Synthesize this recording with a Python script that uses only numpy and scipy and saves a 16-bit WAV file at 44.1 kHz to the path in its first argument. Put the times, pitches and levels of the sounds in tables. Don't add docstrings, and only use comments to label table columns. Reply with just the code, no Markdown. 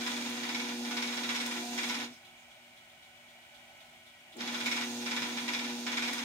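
import sys
import numpy as np
from scipy import signal
from scipy.fft import rfft, irfft, next_fast_len
from scipy.io import wavfile
from scipy.ndimage import uniform_filter1d

SR = 44100
rng = np.random.default_rng(int(sys.argv[2]) if len(sys.argv) > 2 else 0)


def generate_wav(signal):
    frames = np.transpose(np.atleast_2d(signal))
    scaled = np.clip(frames, -1, 1) * 32767
    pcm = np.round(scaled).astype(np.int16)
    wavfile.write(sys.argv[1], SR, pcm)


N = 275184
TIME = np.arange(N) / SR
SIZE = next_fast_len(N + SR)
HZ = np.maximum(np.arange(SIZE // 2 + 1) * SR / SIZE, 1)
MAINS_HZ, WORKSHOP_T60_S = 60, 0.34

# freq_hz, gain_db
RASP_COLOUR = [(290, -56), (500, -7), (612, -24.5), (986, -7), (1080, -6), (1590, -4), (2280, 0.5),
               (2600, -7), (3370, -1.5), (4430, -13), (6640, -27), (15800, -49)]
# freq_hz, gain_db
RUMBLE_COLOUR = [(30, -15), (45, -58), (90, -28), (130, -16.5), (190, -5), (270, 8.5), (335, -4.5),
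                 (420, -13.5), (600, -3.5), (1000, -37.5)]
# freq_hz, width_hz, lift_db
FRAME_MODES = [(317, 7.9, 15.5), (730, 93, 8.5), (860, 42, 10.5), (982, 59, 11.5), (1174, 86, 2.5),
               (1356, 45, 7), (1477, 44, 10.5), (1748, 32, 7.5), (1932, 96, 6.5), (2320, 50, -4.5),
               (2347, 71, 8), (2444, 33, 7), (2745, 170, 7), (3430, 82, 7.5), (3787, 90, 8),
               (6450, 140, -2)]


def from_db(db):
    return 10 ** (np.asarray(db) / 20)


def rms_one(x):
    return x / np.sqrt(np.mean(x ** 2) + 1e-20)


def noise():
    return rng.standard_normal((2, N))


def over_time(rows):
    s, *columns = np.transpose(rows)
    return [np.interp(TIME, s, column) for column in columns]


def over_hz(points):
    hz, value = np.transpose(points)
    return np.interp(np.log(HZ), np.log(hz), value)


def bell(peak_s, spread_s, at=TIME):
    return np.exp(-((at - peak_s) / spread_s) ** 2 / 2)


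def drift(rate_hz):
    return rms_one(irfft(rfft(rng.standard_normal(SIZE)) / (1 + (HZ / rate_hz) ** 4))[:N])


def taps(rows):
    s, db = np.transpose(rows)
    return np.bincount((s * SR).astype(int), from_db(db), N)


def causal(db):
    cepstrum = irfft(np.log(from_db(db)), SIZE)
    fold = np.r_[1, np.full(SIZE // 2 - 1, 2), np.zeros(SIZE - SIZE // 2)]
    return np.exp(rfft(cepstrum * fold))


def mode(x, hz, t60_s):
    r, w = from_db(-60 / (t60_s * SR)), 2 * np.pi * hz / SR
    return np.sqrt((1 - r * r) / 2) * signal.lfilter([1, 0, -1], [1, -2 * r * np.cos(w), r * r], x + 1e-18)


def radiate(pair, colour, resonances=()):
    # freq_hz, likeness (capped at 1)
    likeness = [(50, 0.53), (130, 0.87), (240, 0.91), (450, 0.33), (800, 1.37), (1150, 0.2), (2300, 0.4),
                (4300, 0.14), (6500, 0.18), (10000, 0.051), (15000, 0.3)]
    peaks_db = sum(lift / (1 + (2 * (HZ - hz) / width) ** 2) for hz, width, lift in resonances)
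    db = over_hz(colour) + peaks_db
    body = causal(db) / np.sqrt(np.mean(from_db(db) ** 2))
    alike = np.clip(over_hz(likeness), -1, 1)
    mid, side = rfft(pair, SIZE) * body * np.sqrt([(1 + alike) / 2, (1 - alike) / 2])
    return irfft([mid + side, mid - side], SIZE)[:, :N]


def ring_out(clicks, t60_s, crack_db, room_db):
    t = TIME[:SR // 2]
    ring = rms_one(from_db(-60 * t / t60_s))
    room = from_db(room_db) * rms_one(from_db(-60 * t / WORKSHOP_T60_S) * (t > .005))
    crack = from_db(crack_db) * rms_one(np.exp(-t / 0.00046))
    decay = ring ** 2 + room ** 2 + crack ** 2
    power = signal.fftconvolve(clicks ** 2, decay / decay.sum())[:N]
    return np.sqrt(np.abs(power)) * noise()


def swells(rows):
    rub = radiate(noise(), [(100, 0), (10000, 0)])
    return sum(from_db(db) * bell(s, spread_s) * mode(rub, hz, np.log(1000) / np.pi / width_hz)
               for s, spread_s, hz, width_hz, db in rows)


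def standing_waves(x, ripple_db):
    comb = rms_one(uniform_filter1d(rng.standard_normal((2, len(HZ))), size=200, axis=1))
    depth_db = ripple_db * np.clip((HZ - 1500) / 2500, 0, 1)
    return irfft(rfft(x, SIZE) * causal(depth_db * comb), SIZE)[:, :N]


def drum_knocks():
    turn_s, on_beat_s = .2594, 2.247
    strong_db, weak_db, scatter_db = -46.5, -52.5, 1.5
    turns = np.arange(on_beat_s % turn_s, TIME[-1] - turn_s / 2, turn_s)
    hits = [(s + delay_s, db + scatter_db * rng.standard_normal())
            for s in turns for delay_s, db in [(0, strong_db), (turn_s / 2, weak_db)]]
    knocks = from_db(19.5) * ring_out(taps(hits), t60_s=0.26, crack_db=-16, room_db=1)
    return radiate(knocks, [(300, -43), (2400, -10), (3400, 7), (4800, -10), (15000, -22)])


def conveyor():
    # time_s, relative_db
    rumble_curve = [(2.25, -67.5), (2.98, -73), (3.84, -63.5), (4.09, -74), (4.3, -69)]
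    # freq_hz, gain_db
    belt_colour = [(25, -14), (45, -6.5), (130, -4), (240, -7), (330, -9.5), (430, -12.5), (520, -13),
                   (620, -4.5), (850, -4.5), (1130, -10.5), (2200, -2), (3300, -3.5), (4500, -11.5),
                   (8500, -14.5), (11000, -21.5), (15800, -18.5)]
    # freq_hz, width_hz, lift_db
    bed_modes = [(583, 21, 11.5), (646, 36, 7.6), (754, 12, 8.2), (1033, 50, 6), (1310, 36, 10.6),
                 (1490, 62, 11.3), (1932, 22, 13.2), (2194, 130, 7.3), (2320, 59, 9), (2470, 12, 7.8),
                 (2930, 70, 10.6), (3260, 35, 5), (7070, 100, 1.3)]
    rumble_db, = over_time(rumble_curve)
    rub_db = -56.5 + 0.16 * (rumble_db - np.mean(rumble_db))
    rub = from_db(rub_db) * radiate(noise(), belt_colour, bed_modes)
    bed_colour = [(400, -33), (600, -8.5), (800, -0.5), (1100, -27), (3000, -66)]
    rumble = from_db(rumble_db + 1.5) * radiate(noise(), bed_colour, bed_modes)
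    knocks = drum_knocks()
    hum = sum(from_db(db + 2.1 * drift(6.2)) * np.sin(2 * np.pi * harmonic * MAINS_HZ * TIME)
              for harmonic, db in [(4, -70.5), (6, -77)])
    return rub + rumble + hum + knocks


def scuffs():
    # peak_s, spread_s, pitch_hz, width_hz, level_db
    rubs = [(2.14, .03, 5270, 900, -60), (2.41, 0.022, 6640, 600, -67), (3.56, .03, 3430, 400, -65),
            (4.93, 0.084, 6400, 600, -53)]
    return swells(rubs)


def lift_table():
    # peak_s, spread_s, relative_db
    surges = [(0.334, 0.085, -69), (1.286, .04, -70), (2.0, .07, -75), (4.903, 0.24, -68)]
    level = from_db(-77) + sum(from_db(db) * bell(s, spread_s) for s, spread_s, db in surges)
    drone = level * from_db(4 + 1.7 * drift(2.3)) * np.sin(4 * np.pi * MAINS_HZ * TIME)
    rumble = from_db(-85) * radiate(noise(), [(30, -44), (60, -29), (115, -16), (170, 20), (300, -15)])
    return drone + rumble


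def jolts():
    # peak_s, spread_s, pitch_hz, width_hz, level_db
    bumps = [(.56, 0.019, 150, 45, -61), (2.11, 0.033, 247, 40, -58.5), (4.378, 0.016, 335, 80, -49),
             (5.22, 0.02, 143, 60, -53)]
    return swells(bumps)


def motor():
    # mains_multiple, relative_db, waver_db
    partials = [(4, 1, 1), (6, -11, 2.1), (8, -12.5, 1), (12, -24.5, 3.5), (14, -17.5, 3), (16, -29, 6.5)]
    phase = 2 * np.pi * MAINS_HZ * TIME + 0.0068 * drift(22)
    hum = sum(from_db(db + waver_db * drift(14.3)) * np.sin(multiple * phase + rng.uniform(0, 2 * np.pi))
              for multiple, db, waver_db in partials)
    return rms_one(hum)


def drive():
    # freq_hz, gain_db
    hiss_colour = [(300, -15.5), (560, -6.5), (760, 0), (900, -4), (1150, -6), (1600, -1.5), (2400, -1.5),
                   (4000, 2.5), (5500, 1), (6700, -1), (7800, -20), (10000, -14), (15800, -21)]
    throb = 1 + 0.15 * np.sin(4 * np.pi * MAINS_HZ * TIME)
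    hiss = from_db(-44) * radiate(throb * noise(), hiss_colour, FRAME_MODES)
    return hiss + from_db(-52.5) * radiate(noise(), RUMBLE_COLOUR)


def paper(slide_level):
    # time_s, relative_db
    edges = [(0.2982, -51), (1.4631, -44.5), (4.368, -55), (4.6633, -46), (6.1324, -43)]
    # freq_hz, gain_db
    swish_colour = [(3000, -20), (6500, 7.5), (8800, 1), (10200, -6.5), (12000, -3), (15800, -7)]
    # freq_hz, width_hz, lift_db
    guide_modes = [(6400, 250, 6), (8250, 300, 3.5), (9100, 120, 10.5), (9500, 120, 4), (12100, 400, 0)]
    swish = from_db(-0.5) * radiate(slide_level * noise(), swish_colour, guide_modes)
    flicks = from_db(27.5) * ring_out(taps(edges), t60_s=0.062, crack_db=-11, room_db=-11)
    return swish + radiate(flicks, [(2000, -21), (7000, 2), (12000, -7), (15800, -5)])


def hoots():
    # peak_s, spread_s, pitch_hz, level_db
    notes = [(1.69, 0.057, 722, -47.5), (1.62, 0.042, 700, -49)]
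    waver = .3 * drift(22)
    return sum(from_db(db) * bell(s, spread_s) * np.sin(2 * np.pi * hz * TIME + waver)
               for s, spread_s, hz, db in notes)


def slips(per_s, spread_db):
    sizes = from_db(spread_db * np.minimum(rng.exponential(1, N), 4)) * rng.choice([-1, 1], N)
    return rms_one(sizes * (rng.random(N) < per_s / SR))


def roller_rasp(grip_s, release_s):
    # start_s, end_s, relative_db
    cards = [(-.05, .72, -43.5), (0.845, 1.618, -44), (1.747, 2.044, -43.5), (4.382, 4.834, -43.5),
             (5.046, 5.706, -43.5), (5.86, 6.3, -43)]
    drag = np.zeros(N)
    for start_s, end_s, db in cards:
        grip = np.clip((TIME - start_s) / grip_s, 0, 1)
        release = np.exp(-np.maximum(TIME - end_s, 0) / release_s)
        drag += from_db(db) * grip * release
    grit = ring_out(slips(per_s=1100, spread_db=3.5), t60_s=0.042, crack_db=1, room_db=5)
    rasp = from_db(-1.5) * radiate(drag * grit, RASP_COLOUR, FRAME_MODES)
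    thrum = from_db(-10.5) * drag * radiate(noise(), RUMBLE_COLOUR, FRAME_MODES)
    return rasp + thrum


def judder_hits():
    # time_s, rattle_db, shaft_db, snap_db (relative)
    catches = [(1.359, -39, -40, -38.5), (1.897, -24, -36, -40.5), (6.04, -28, -37, -42)]
    # start_s, count, first_gap_s, last_gap_s, grab_db,
    # touch_db (against the grab), step_db (per judder), ring_peak_s, ring_db (of the shaft)
    runs = [(.008, 6, 0.056, 0.042, -24.5, -4, -1, .07, -46),
            (.369, 7, 0.063, 0.043, -24.5, -5, -1.6, .54, -33.5),
            (.849, 7, 0.061, 0.046, -24.5, -6, -.3, 1.0, -31.5),
            (1.234, 7, 0.056, 0.054, -20, -7.5, -1.8, 1.41, -41),
            (1.722, 6, .0555, .0555, -24.5, -3.5, -.7, 1.87, -34),
            (4.407, 8, .0686, .047, -25, -0.5, 0.4, 4.68, -28),
            (5.014, 5, .047, .056, -23, -7.5, -0.04, 5.11, -36.5),
            (5.321, 2, 0.052, .054, -25.5, -11, -1, 5.37, -42),
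            (5.423, 6, .057, .051, -23, -26, -2, 5.54, -30.5),
            (5.814, 8, .052, .053, -23.5, -18.5, -0.36, 6.0, -33)]
    scatter_db = 1.67
    hits = list(catches)
    for start_s, count, first_gap_s, last_gap_s, grab_db, touch_db, step_db, ring_peak_s, ring_db in runs:
        turn = np.arange(count)
        times = start_s + np.r_[0, np.cumsum(np.linspace(first_gap_s, last_gap_s, count - 1))]
        rattle_db = grab_db + np.where(turn == 0, touch_db, step_db * (turn - 1))
        rattle_db = rattle_db + scatter_db * rng.standard_normal(count)
        ring = from_db(ring_db) * bell(ring_peak_s, spread_s=0.05, at=times)
        shaft = np.hypot(ring, from_db(rattle_db - 22.5))
        snap = np.hypot(ring * from_db(-9), from_db(-25 + 0.69 * rattle_db))
        hits += zip(times, rattle_db, 20 * np.log10(shaft), 20 * np.log10(snap))
    return hits


def bounces(hits, length_s, fade_db, count):
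    clicks = np.zeros((len(hits[0]) - 1, N + SR))
    turn = np.arange(count)
    for s, *levels_db in hits:
        progress = (turn + rng.uniform(-.45, .45, count) * (turn > 0)) / count
        sizes = from_db(fade_db * progress + 1.1 * rng.standard_normal(count))
        samples = ((s + progress * length_s) * SR).astype(int)
        clicks[:, samples] += np.outer(from_db(levels_db), rms_one(sizes))
    return clicks[:, :N]


def roller_judder():
    # pitch_hz, relative_db, t60_s
    shaft_modes = [(2225, 0.5, 0.065), (2280, -7.5, 0.1), (2387, -5, 0.14)]
    # freq_hz, gain_db
    snap_colour = [(1500, -22), (2200, -5.5), (2800, -2.5), (3400, -4), (3800, 4), (4300, -5), (4750, -4),
                   (5200, 0), (5600, 0.5), (6100, -10.5), (7000, -8.5), (8000, -14.5), (10500, -28),
                   (15000, -28)]
    frame_clicks, shaft_clicks, card_clicks = bounces(judder_hits(), length_s=.016, fade_db=-4, count=7)
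    rattle = ring_out(frame_clicks, t60_s=.06, crack_db=-4.5, room_db=3)
    push = ring_out(shaft_clicks, t60_s=0.016, crack_db=-1, room_db=1)
    snap = ring_out(card_clicks, t60_s=0.012, crack_db=-2, room_db=1)
    frame = from_db(9.5) * radiate(rattle, RASP_COLOUR, FRAME_MODES)
    shaft = from_db(15) * sum(from_db(db) * mode(push, hz, t60_s) for hz, db, t60_s in shaft_modes)
    card = from_db(22.5) * radiate(snap, snap_colour)
    return frame + shaft + card


def feeder_speed(stop_s, coast_s, restart_s, spin_up_s):
    coast = np.exp(-np.maximum(TIME - stop_s, 0) / coast_s)
    return np.maximum(coast, np.clip((TIME - restart_s) / spin_up_s, 0, 1))


def scene():
    # time_s, hum_db, slide_db (relative)
    feed = [(0, -39.5, -50.5), (0.07, -43.5, -47.5), (0.18, -41, -49), (0.45, -42, -51.5),
            (0.73, -39.5, -52), (1.44, -42, -48.5), (1.65, -42.5, -49), (1.89, -43, -46.5),
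            (2.04, -42.5, -55), (4.41, -44, -62), (4.526, -42, -52.5), (4.736, -42.5, -48.5),
            (4.862, -40.5, -50), (5.602, -43, -52), (5.694, -41, -54), (6.092, -42, -50),
            (6.178, -46, -49), (6.24, -43.5, -52)]
    speed = feeder_speed(stop_s=2.048, coast_s=.038, restart_s=4.354, spin_up_s=.05)
    hum_level, slide_level = speed * from_db(over_time(feed))
    hum = from_db(-0.5) * hum_level * motor() + speed * lift_table()
    rollers = roller_rasp(grip_s=0.018, release_s=0.026) + roller_judder()
    feeder = hum + rollers + speed ** 2 * drive() + jolts()
    workshop = feeder + paper(slide_level) + scuffs() + conveyor()
    return standing_waves(workshop, ripple_db=1.2) + hoots()


def record(dry):
    # freq_hz, left_minus_right_db
    balance = [(200, 0.9), (700, -1.5), (1100, 0), (2200, 0.5), (3200, 0.5), (3800, -3.5), (5500, -5.5),
               (6100, -1), (6600, -10.5), (7300, 2.5), (8900, 6.5), (11500, 7.5), (14000, 0.5)]
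    # freq_hz, left_lead_rad
    lead = [(100, -0.2), (240, 0.16), (480, 0.5), (620, .5), (950, 0.9), (1100, 1.34), (1500, 1.62),
            (1900, 2.5), (2400, .5), (2900, 2.5), (3400, 1), (4300, 4.5), (5500, 3.5), (6200, -0.5),
            (7500, 1.5)]
    low_cut_hz, high_cut_hz = 32, 15800
    tilt_db = over_hz(balance) / 2
    lag = np.exp(-1j * over_hz(lead))
    band = 1 / (1 + (HZ / high_cut_hz) ** 200) / (1 + (low_cut_hz / HZ) ** 6)
    return irfft(rfft(dry, SIZE) * band * [from_db(tilt_db), from_db(-tilt_db) * lag], SIZE)[:, :N]


dry = scene()
out = record(dry)
generate_wav(out)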